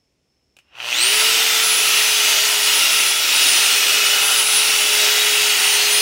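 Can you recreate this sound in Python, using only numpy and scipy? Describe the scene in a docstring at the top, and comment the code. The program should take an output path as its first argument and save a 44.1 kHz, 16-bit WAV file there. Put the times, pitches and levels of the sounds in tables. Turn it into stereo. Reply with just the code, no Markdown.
"""At a workshop table, an angle grinder with no disc is switched on close to a phone.
Over quiet room noise the slide switch clicks; the rotor then runs up to about 25000 turns a minute.
Loose gears rattle the housing (random blows into resonances), throbbing with the mains pulses.
The rotor hums and the fan whines (sine tones that follow its angle), and air rushes (shaped noise).
The sound shifts as the hand turns the tool: set curves and random patches move its levels."""
import sys
import numpy as np
from scipy import signal
from scipy.fft import rfft, irfft, next_fast_len
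from scipy.io import wavfile
from scipy.ndimage import uniform_filter1d, map_coordinates

SR = 44100
rng = np.random.default_rng(int(sys.argv[2]) if len(sys.argv) > 2 else 0)


def waveform_to_disk(signal):
    """Save audio, clipped to [-1, 1], as 16-bit WAV at the path in sys.argv[1]."""
    frames = np.transpose(np.atleast_2d(signal))
    scaled = np.clip(frames, -1, 1) * 32767
    samples = np.round(scaled).astype(np.int16)
    wavfile.write(sys.argv[1], SR, samples)


N = 265041

# slide switch, then the first knocks of the gears taking up their slack; the level is before a 4.5 dB cut:
# (time [s], level [dB], bright snap relative to the knock [dB])
CLICKS = [(.567, -39, -5), (.588, -40, -7), (.753, -33, -40), (.802, -19, -36)]
START_S = 0.7  # the rotor starts to turn (s)
LEAD_S = 0.00037  # sound reaches the nearer, left microphone this much sooner (s)


def amp(db):
    """Turn decibels into a plain multiplier."""
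    return 10 ** (np.asarray(db) / 20)


def unit(x):
    """Scale a signal to an rms (average strength) of 1."""
    return x / np.sqrt(np.mean(x ** 2) + 1e-20)


def along(points, hz):
    """Read a curve of (frequency [Hz], value) points, joined up on a log frequency axis."""
    f, v = np.transpose(points)
    return np.interp(np.log(hz + 1), np.log(f + 1), v)


def curves(rows):
    """Join up the rows over time: one value per sample for each column after the time."""
    times, *columns = np.transpose(rows)
    return [np.interp(np.arange(N) / SR, times, column) for column in columns]


def wobble(rate):
    """A smooth random curve through 'rate' random points a second."""
    points = rng.standard_normal(int(N * rate / SR) + 4)
    return map_coordinates(points, [np.arange(N) * rate / SR])


def two_wobbles(rate):
    """A separate random curve for left and right."""
    return np.array([wobble(rate), wobble(rate)])


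def filtered(x, response):
    """Shape a sound by multiplying its spectrum by a response of frequency."""
    m = next_fast_len(N + SR // 4)
    return irfft(rfft(x, m) * response(np.fft.rfftfreq(m, 1 / SR)), m)[..., :N]


def resonances(modes, hz):
    """Response of (frequency [Hz], width [Hz], level [dB]) resonances to a blow, with alternating signs."""
    total = 0
    for k, (centre, width, db) in enumerate(modes):
        ring = 1j * hz * width / (centre * centre - hz * hz + 1j * hz * width)
        total = total + (-1) ** k * amp(db) * ring
    return total


def housing(hz):
    """The tool's housing rings at its own pitches when struck."""
    # resonances of the housing: (frequency [Hz], width [Hz], level [dB])
    housing_modes = [(618, 13.4, -12), (935, 162, -12), (1334, 233, -8.5), (1924, 640, -10),
                     (2536, 334, -1.5), (2935, 210, 0), (3390, 260, -9), (3900, 330, -14), (4580, 140, -15),
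                     (5860, 190, -18.5), (7650, 300, -37)]
    return resonances(housing_modes, hz)


def spread(pair, response):
    """Blend two unrelated signals into a coloured left and right, as two microphones hear it, of rms 1."""
    # how alike the two microphones sound: (frequency [Hz], likeness [0-1, below 0 counts as 0])
    alike = [(50, 0.8), (130, 1), (400, 0.9), (580, -0.5), (800, 0.86), (1300, 0.58), (1900, 0.76),
             (2800, 0.45), (3600, 0.24), (6000, -0.19), (7500, 0.14), (11000, 0.13)]
    # how much louder the left one is: (frequency [Hz], left minus right [dB])
    balance = [(100, 0), (800, 1.5), (1200, -4), (1450, 5.5), (1850, -3.5), (2800, 0.5), (4200, -1),
               (5800, -5), (7300, -2.5), (8500, 2.5), (11000, 1.5), (13000, 2), (15000, 4.5)]

    def mid_side(hz):
        turn = np.arccos(np.clip(along(alike, hz), 0, 1)) / 2  # less alike = more side
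        return response(hz) * np.array([np.cos(turn), np.sin(turn)])

    def left_right(hz):
        tilt = amp(along(balance, hz) / 2) * np.exp(1j * np.pi * hz * LEAD_S)
        return np.array([tilt, 1 / tilt])

    mid, side = filtered(pair, mid_side)
    return unit(filtered(np.array([mid + side, mid - side]), left_right))


def rush(spectrum, hollow=0, spacing_hz=578, fade_hz=2400):
    """Stereo noise of rms 1; a close echo can hollow out evenly spaced bands of its low end."""
    def colour(hz):
        echo = hollow * np.exp(-(hz / fade_hz) ** 2 - 2j * np.pi * hz / spacing_hz)
        return amp(along(spectrum, hz)) * (1 - echo * (hz > spacing_hz / 2))

    return spread(rng.standard_normal((2, N)), colour)


def patchy(x, depth_db, strands_db=2.0):
    """Turning the tool beams parts of its sound to and fro: random broad patches and narrow strands."""
    z = signal.stft(x, nperseg=2048)[2]

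    def field(size):
        noise = rng.standard_normal(z.shape[1:])
        across_pitch = uniform_filter1d(noise, size, axis=0)
        return unit(uniform_filter1d(across_pitch, size=14, axis=1))

    gain = amp(depth_db * field(size=20) + strands_db * field(size=3))
    return signal.istft(z * gain, nperseg=2048)[1][:, :N]


def swept(peaks, pitch):
    """Gain of a tone as its pitch sweeps through (frequency [Hz], width [Hz], level [dB]) peaks."""
    return sum(amp(db) / (1 + (2 * (pitch - hz) / width) ** 2) for hz, width, db in peaks)


def workshop(ring_hz=5320, width_hz=170):
    """Low room noise, with a faint, narrow hiss that comes and goes."""
    # quiet workshop: (frequency [Hz], relative level [dB per Hz])
    room_tone = [(15, -52), (25, -30), (43, -15), (64, -7), (86, -13), (495, -16), (598, -18), (1170, -25),
                 (2560, -26.5), (4040, -29), (5430, -25.5), (6550, -30), (15500, -46)]
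    ring = spread(rng.standard_normal((2, N)), lambda hz: np.exp(-((hz - ring_hz) / width_hz) ** 2))
    # (time [s], level [dB])
    ring_db, = curves([(0, -68), (.18, -80), (.36, -69), (.55, -72), (.7, -70)])
    return amp(-67) * rush(room_tone) + amp(ring_db) * ring


def handling():
    """Clicks ring the housing, with a bright snap and a short room tail; the hand gives one dull bump."""
    # the hand bumps the tool: (time [s], level [dB])
    bump_s, bump_db = (3.745, -41)
    t = np.arange(N) / SR

    def fade(start, t60):
        """A sudden start that falls by 60 dB in t60 seconds."""
        return (t >= start) * amp(-60 * np.abs(t - start) / t60)

    knock_level, snap_level = np.zeros(N), np.zeros(N)
    for start, db, snap_db in CLICKS:
        blow = amp(db - 4.5) * (fade(start, 0.023) + 0.3 * fade(start, 0.14))  # knock and room tail
        knock_level += blow
        snap_level += amp(snap_db) * blow
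    knocks = knock_level * spread(rng.standard_normal((2, N)), housing)
    snaps = snap_level * rush([(200, 4), (800, 9), (1500, -7), (8000, 3), (15000, -9)])
    dull = rush([(25, -14), (70, -2), (150, 0), (400, -30), (2000, -80)])
    return knocks + snaps + amp(bump_db) * fade(bump_s, 0.082) * dull


def stir():
    """The gears tremble faintly after the first click, growing until the rotor starts, then holding level."""
    stir_db, growth_db_per_s = -36, 128  # level reached, under full running (dB); rise (dB per s)
    t = np.arange(N) / SR
    return (t > CLICKS[0][0]) * amp(stir_db - growth_db_per_s * np.maximum(START_S - t, 0))


def motor():
    """Share of running speed reached; current rushes in at the start and falls as the rotor speeds up."""
    run_up_s, ease = 0.296, 1.5  # time to gather speed (s); how gently it begins (1 = at once)
    inrush_s = 0.1  # time to full inrush (s)
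    current_fall, free_current = 6.4, 0.12  # power of the speed; share left when running free
    since = np.maximum(np.arange(N) / SR - START_S, 0)
    spin = np.tanh((since / run_up_s) ** ease)
    inrush = np.minimum(since / inrush_s, 1) ** 2
    current = inrush * (1 - (1 - free_current) * spin ** current_fall)
    return spin, current


def mains():
    """Torque peaks twice in each mains cycle, so 120 times a second."""
    return np.cos(2 * np.pi * 120 * (np.arange(N) / SR - .803))


def gears(angle, speed, current, rear, level, scatter_db=2.5, scrape=0.68):
    """Loose teeth strike with random force, hardest at the torque peaks, and ring housing and gear head."""
    # hollow of the gear head: (frequency [Hz], width [Hz], level [dB])
    head_modes = [(1319, 74, 6), (1439, 170, 3), (3456, 150, 0.5), (3735, 116, 1.5)]
    # pitches at which the gear whine swells in the run-up: (frequency [Hz], width [Hz], level [dB])
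    mesh_peaks = [(3320, 300, -17.5), (4200, 800, -14.5)]
    teeth, throb = 12, 0.8  # strikes per turn; depth of the mains throb at full current
    hits = np.flatnonzero(np.diff(np.floor(teeth * angle)))
    slack = rng.random(len(hits)) * SR / 3000  # each strike is late by up to 1/3000 s
    sizes = rng.standard_normal((2, len(hits))) * amp(scatter_db * rng.standard_normal(len(hits)))
    blows = np.zeros((2, N))
    blows[:, np.minimum(hits + slack.astype(int), N - 1)] = sizes
    scraping = scrape * rng.standard_normal((2, N))
    force = (unit(blows) + scraping) * (1 + throb * current * mains())
    pace = speed / speed.max()
    rattle = patchy(spread(force, housing), depth_db=0.1)
    # the gear head is heard less when the rear vents face the microphones
    head_level = amp(-3.5) * (1 - 0.93 * rear) * pace
    head = head_level * spread(force, lambda hz: resonances(head_modes, hz))
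    # slow teeth grind with a duller sound
    dull = spread(force, lambda hz: resonances([(956, 750, 0)], hz) ** 2)
    grind = amp(-0.4) * (1 - pace) * dull
    # under load the teeth stay in contact and sing, roughly
    mesh = np.sin(2 * np.pi * teeth * angle + 1.8 * two_wobbles(400))
    song = current * swept(mesh_peaks, teeth * speed) * amp(5.5 * mains()) * mesh
    return level * (rattle + head + grind) + song


def rotor(angle, speed, spin, current):
    """Unbalance hum and bearing tones grow steeply with speed; mains hum follows the current."""
    # once-a-turn hum of the unbalance at full speed: (time [s], rms level [dB])
    unbalance = [(1.15, -31.5), (1.77, -41), (2.15, -37.5), (2.76, -38.5), (2.85, -55), (2.97, -39.5),
                 (3.19, -46.5), (3.93, -41.5), (3.97, -37), (4.51, -40.5), (5.08, -32.5), (5.47, -32.5),
                 (5.55, -38), (6.0, -32)]
    # tones of rotor and bearings at full speed, before random fading: (multiple of the speed, level [dB])
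    orders = [(3, -32), (6, -54), (7, -31), (8, -27), (9, -25), (10, -45), (11, -36.5), (12, -41),
              (21, -47), (22, -46), (24, -57)]
    # a tone swells while the tool's angle beams it at the microphones; level at full speed:
    # (start [s], end [s], multiple of the speed, level [dB])
    swells = [(1, 2.1, 3, -31), (2.5, 3.3, 9, -25), (3.15, 3.753, 9, -17.5), (3.25, 3.8, 8, -23),
              (4.85, 5.45, 9, -18.5), (4.9, 5.55, 8, -25), (5.65, 6.2, 10, -18.5), (5.65, 6.2, 8, -35)]
    heard = angle + LEAD_S * speed * np.array([[1], [0]])  # the left microphone hears it sooner
    hum_level = np.sqrt(2) * amp(curves(unbalance)[0]) * spin ** 5.5
    hum = hum_level * np.sin(2 * np.pi * heard)
    tones = np.zeros((2, N))
    for order, db in orders:
        fading = wobble(6.5) + 1j * wobble(6.6) + .5 * two_wobbles(70)
        tones += amp(db) * np.real(fading * np.exp(2j * np.pi * order * heard))
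    for start, end, order, db in swells:
        arch = np.sin(np.pi * curves([(start, 0), (end, 1)])[0])
        waver = 1.9 * two_wobbles(45)
        tone = np.sin(2 * np.pi * round(order) * heard + waver)
        tones += amp(db) * arch * (1 + 0.14 * wobble(60)) * tone
    mains_hum = amp(-57.5) * current * mains()
    return hum + tones * (speed / speed.max()) ** 7 + mains_hum


def fan(angle, speed, spin, current):
    """The blades chop the air into a thin, fluttering whine that grows with a power of the speed."""
    # blade tone as the tool is turned, before fading, flutter and growth: (time [s], left [dB], right [dB])
    whine = [(1.0, -19.5, -27), (1.4, -25, -23.5), (1.46, -27, -31), (1.8, -18.5, -19), (2.0, -23, -29),
             (2.1, -23.5, -21.5), (2.42, -21.5, -26), (2.46, -27, -25), (2.78, -18, -19.5),
             (2.88, -28, -28), (3.0, -18, -19.5), (3.28, -26, -24), (3.36, -16.5, -30),
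             (3.86, -21.5, -21.5), (3.96, -22.5, -28), (4.3, -24.5, -19.5), (5.0, -22, -27),
             (5.24, -25.5, -24), (5.42, -22, -21.5), (5.76, -20, -28.5), (5.82, -26, -31), (6.0, -23, -21)]
    # how much later the tone reaches the left microphone: (time [s], lag [cycles])
    whine_lag = [(1.2, 0.13), (1.4, 0.39), (1.85, 0.038), (2.5, 0.34), (3.05, 0.17), (3.7, 0.52),
                 (4.05, 0.47), (4.35, 0.045), (4.8, 0.088), (5.35, 0.38), (6, 0.23)]
    # pitch at which the run-up boosts the tone: (frequency [Hz], width [Hz], added gain [dB])
    whine_peak = [(8370, 800, 10)]
    blades = 23
    lag, = curves(whine_lag)
    fade_db = 2.8 * two_wobbles(14)
    flutter_db = 1.2 * two_wobbles(110) + 1.7 * wobble(28) + 3 * current * mains()
    drift = 0.5 * two_wobbles(7) + 0.15 * wobble(75)
    growth = spin ** 3.3 * (1 + swept(whine_peak, blades * speed))
    level = amp(np.array(curves(whine)) + fade_db + flutter_db) * growth
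    cycles = blades * angle - lag * np.array([[1], [0]])
    return level * np.sin(2 * np.pi * cycles + drift)


def airflow(spin, rear, loudness):
    """Air rushes through the vents and their ducts, louder and brighter with speed."""
    # air through the fan: (frequency [Hz], relative level [dB per Hz])
    air_spectrum = [(25, -54), (60, -33), (120, -29), (220, -20.5), (350, -15.5), (520, -9.5), (1150, -6.5),
                    (1700, -0.5), (2200, -4), (4000, 1), (6000, 0), (7200, -4.5), (9000, -7.5),
                    (12000, -13.5)]
    # hiss at the vents: (frequency [Hz], relative level [dB per Hz])
    hiss_spectrum = [(3000, -53), (8000, 2.5), (10500, -6), (13000, 1), (15800, 0)]
    # ducts of the rear vents: (frequency [Hz], width [Hz], level [dB])
    duct_modes = [(887, 180, -6.5), (1950, 320, -3), (2155, 130, -3), (3230, 180, -4.5), (3800, 130, -1.5),
                  (3990, 140, -4)]
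    # level at full speed (dB over the loudness), and the power of the speed with which each grows
    air_db, air_grows = 1, 1.98
    hiss_db, hiss_grows = -6.5, 3.3
    flow = loudness * amp(air_db) * spin ** air_grows
    hiss = loudness * amp(hiss_db) * spin ** hiss_grows
    air = patchy(flow * rush(air_spectrum, hollow=0.22) + hiss * rush(hiss_spectrum), depth_db=1.08)
    ringing = spread(rng.standard_normal((2, N)), lambda hz: resonances(duct_modes, hz))
    return air + amp(-1.4) * flow * rear ** 2 * ringing


def scene():
    """Motor speed and current drive gears, rotor, fan and air; the hand sets their loudness and direction."""
    # speed at which the motor settles; it sags and wanders a little: (time [s], speed [turns per s])
    settled_speed = [(1.38, 443.6), (1.52, 442.0), (1.82, 430.1), (2.0, 425.4), (2.46, 419.7),
                     (2.88, 424.8), (3.12, 424.8), (3.36, 418.6), (3.84, 416.1), (4.08, 416.8),
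                     (4.28, 425.0), (4.86, 423.0), (5.0, 420.1), (5.24, 422.2), (5.76, 415.0), (6.0, 418.8)]
    # how far the rear vents face the microphones instead of the gear head: (time [s], share [0-1])
    rear_share = [(1, 0.74), (1.6, .05), (2.05, 0.6), (2.5, 0.38), (4.1, 0.11), (4.6, 0.28), (5, 0.56),
                  (5.45, 0.66), (5.75, 0.78), (6, 0.74)]
    # loudness of gear rattle and air as the hand moves the tool: (time [s], level [dB])
    hand_loudness = [(1.1, -16), (1.17, -15.5), (1.8, -17), (2.01, -15.5), (2.18, -17.5), (2.27, -15.5),
                     (2.63, -17.5), (2.67, -15.5), (3.11, -16.5), (3.15, -19), (3.41, -15.5), (4.4, -16.5),
                     (4.44, -19), (4.54, -16), (4.88, -16.5), (5.02, -15), (5.26, -16.5), (6.0, -17)]
    gear_db, load_db = -4.5, 4  # rattle over the loudness (dB); extra under full inrush torque (dB)
    spin, current = motor()
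    speed = spin * curves(settled_speed)[0]
    angle = np.cumsum(speed * (1 + .0004 * wobble(40))) / SR  # in turns, slightly uneven
    rear, = curves(rear_share)
    loudness = amp(curves(hand_loudness)[0])
    gear_level = loudness * amp(gear_db + load_db * current) * (spin + stir())
    tool = gears(angle, speed, current, rear, gear_level) + rotor(angle, speed, spin, current)
    tool += fan(angle, speed, spin, current) + airflow(spin, rear, loudness)
    return workshop() + handling() + tool


def record(dry):
    """The phone keeps nothing above its band limit, reached by a short slope."""
    top_hz, slope_hz = 15850, 150  # middle and width of the slope (Hz)
    return filtered(dry, lambda hz: np.clip((top_hz - hz) / slope_hz + .5, 0, 1) ** 2)


dry = scene()
out = record(dry)
waveform_to_disk(out)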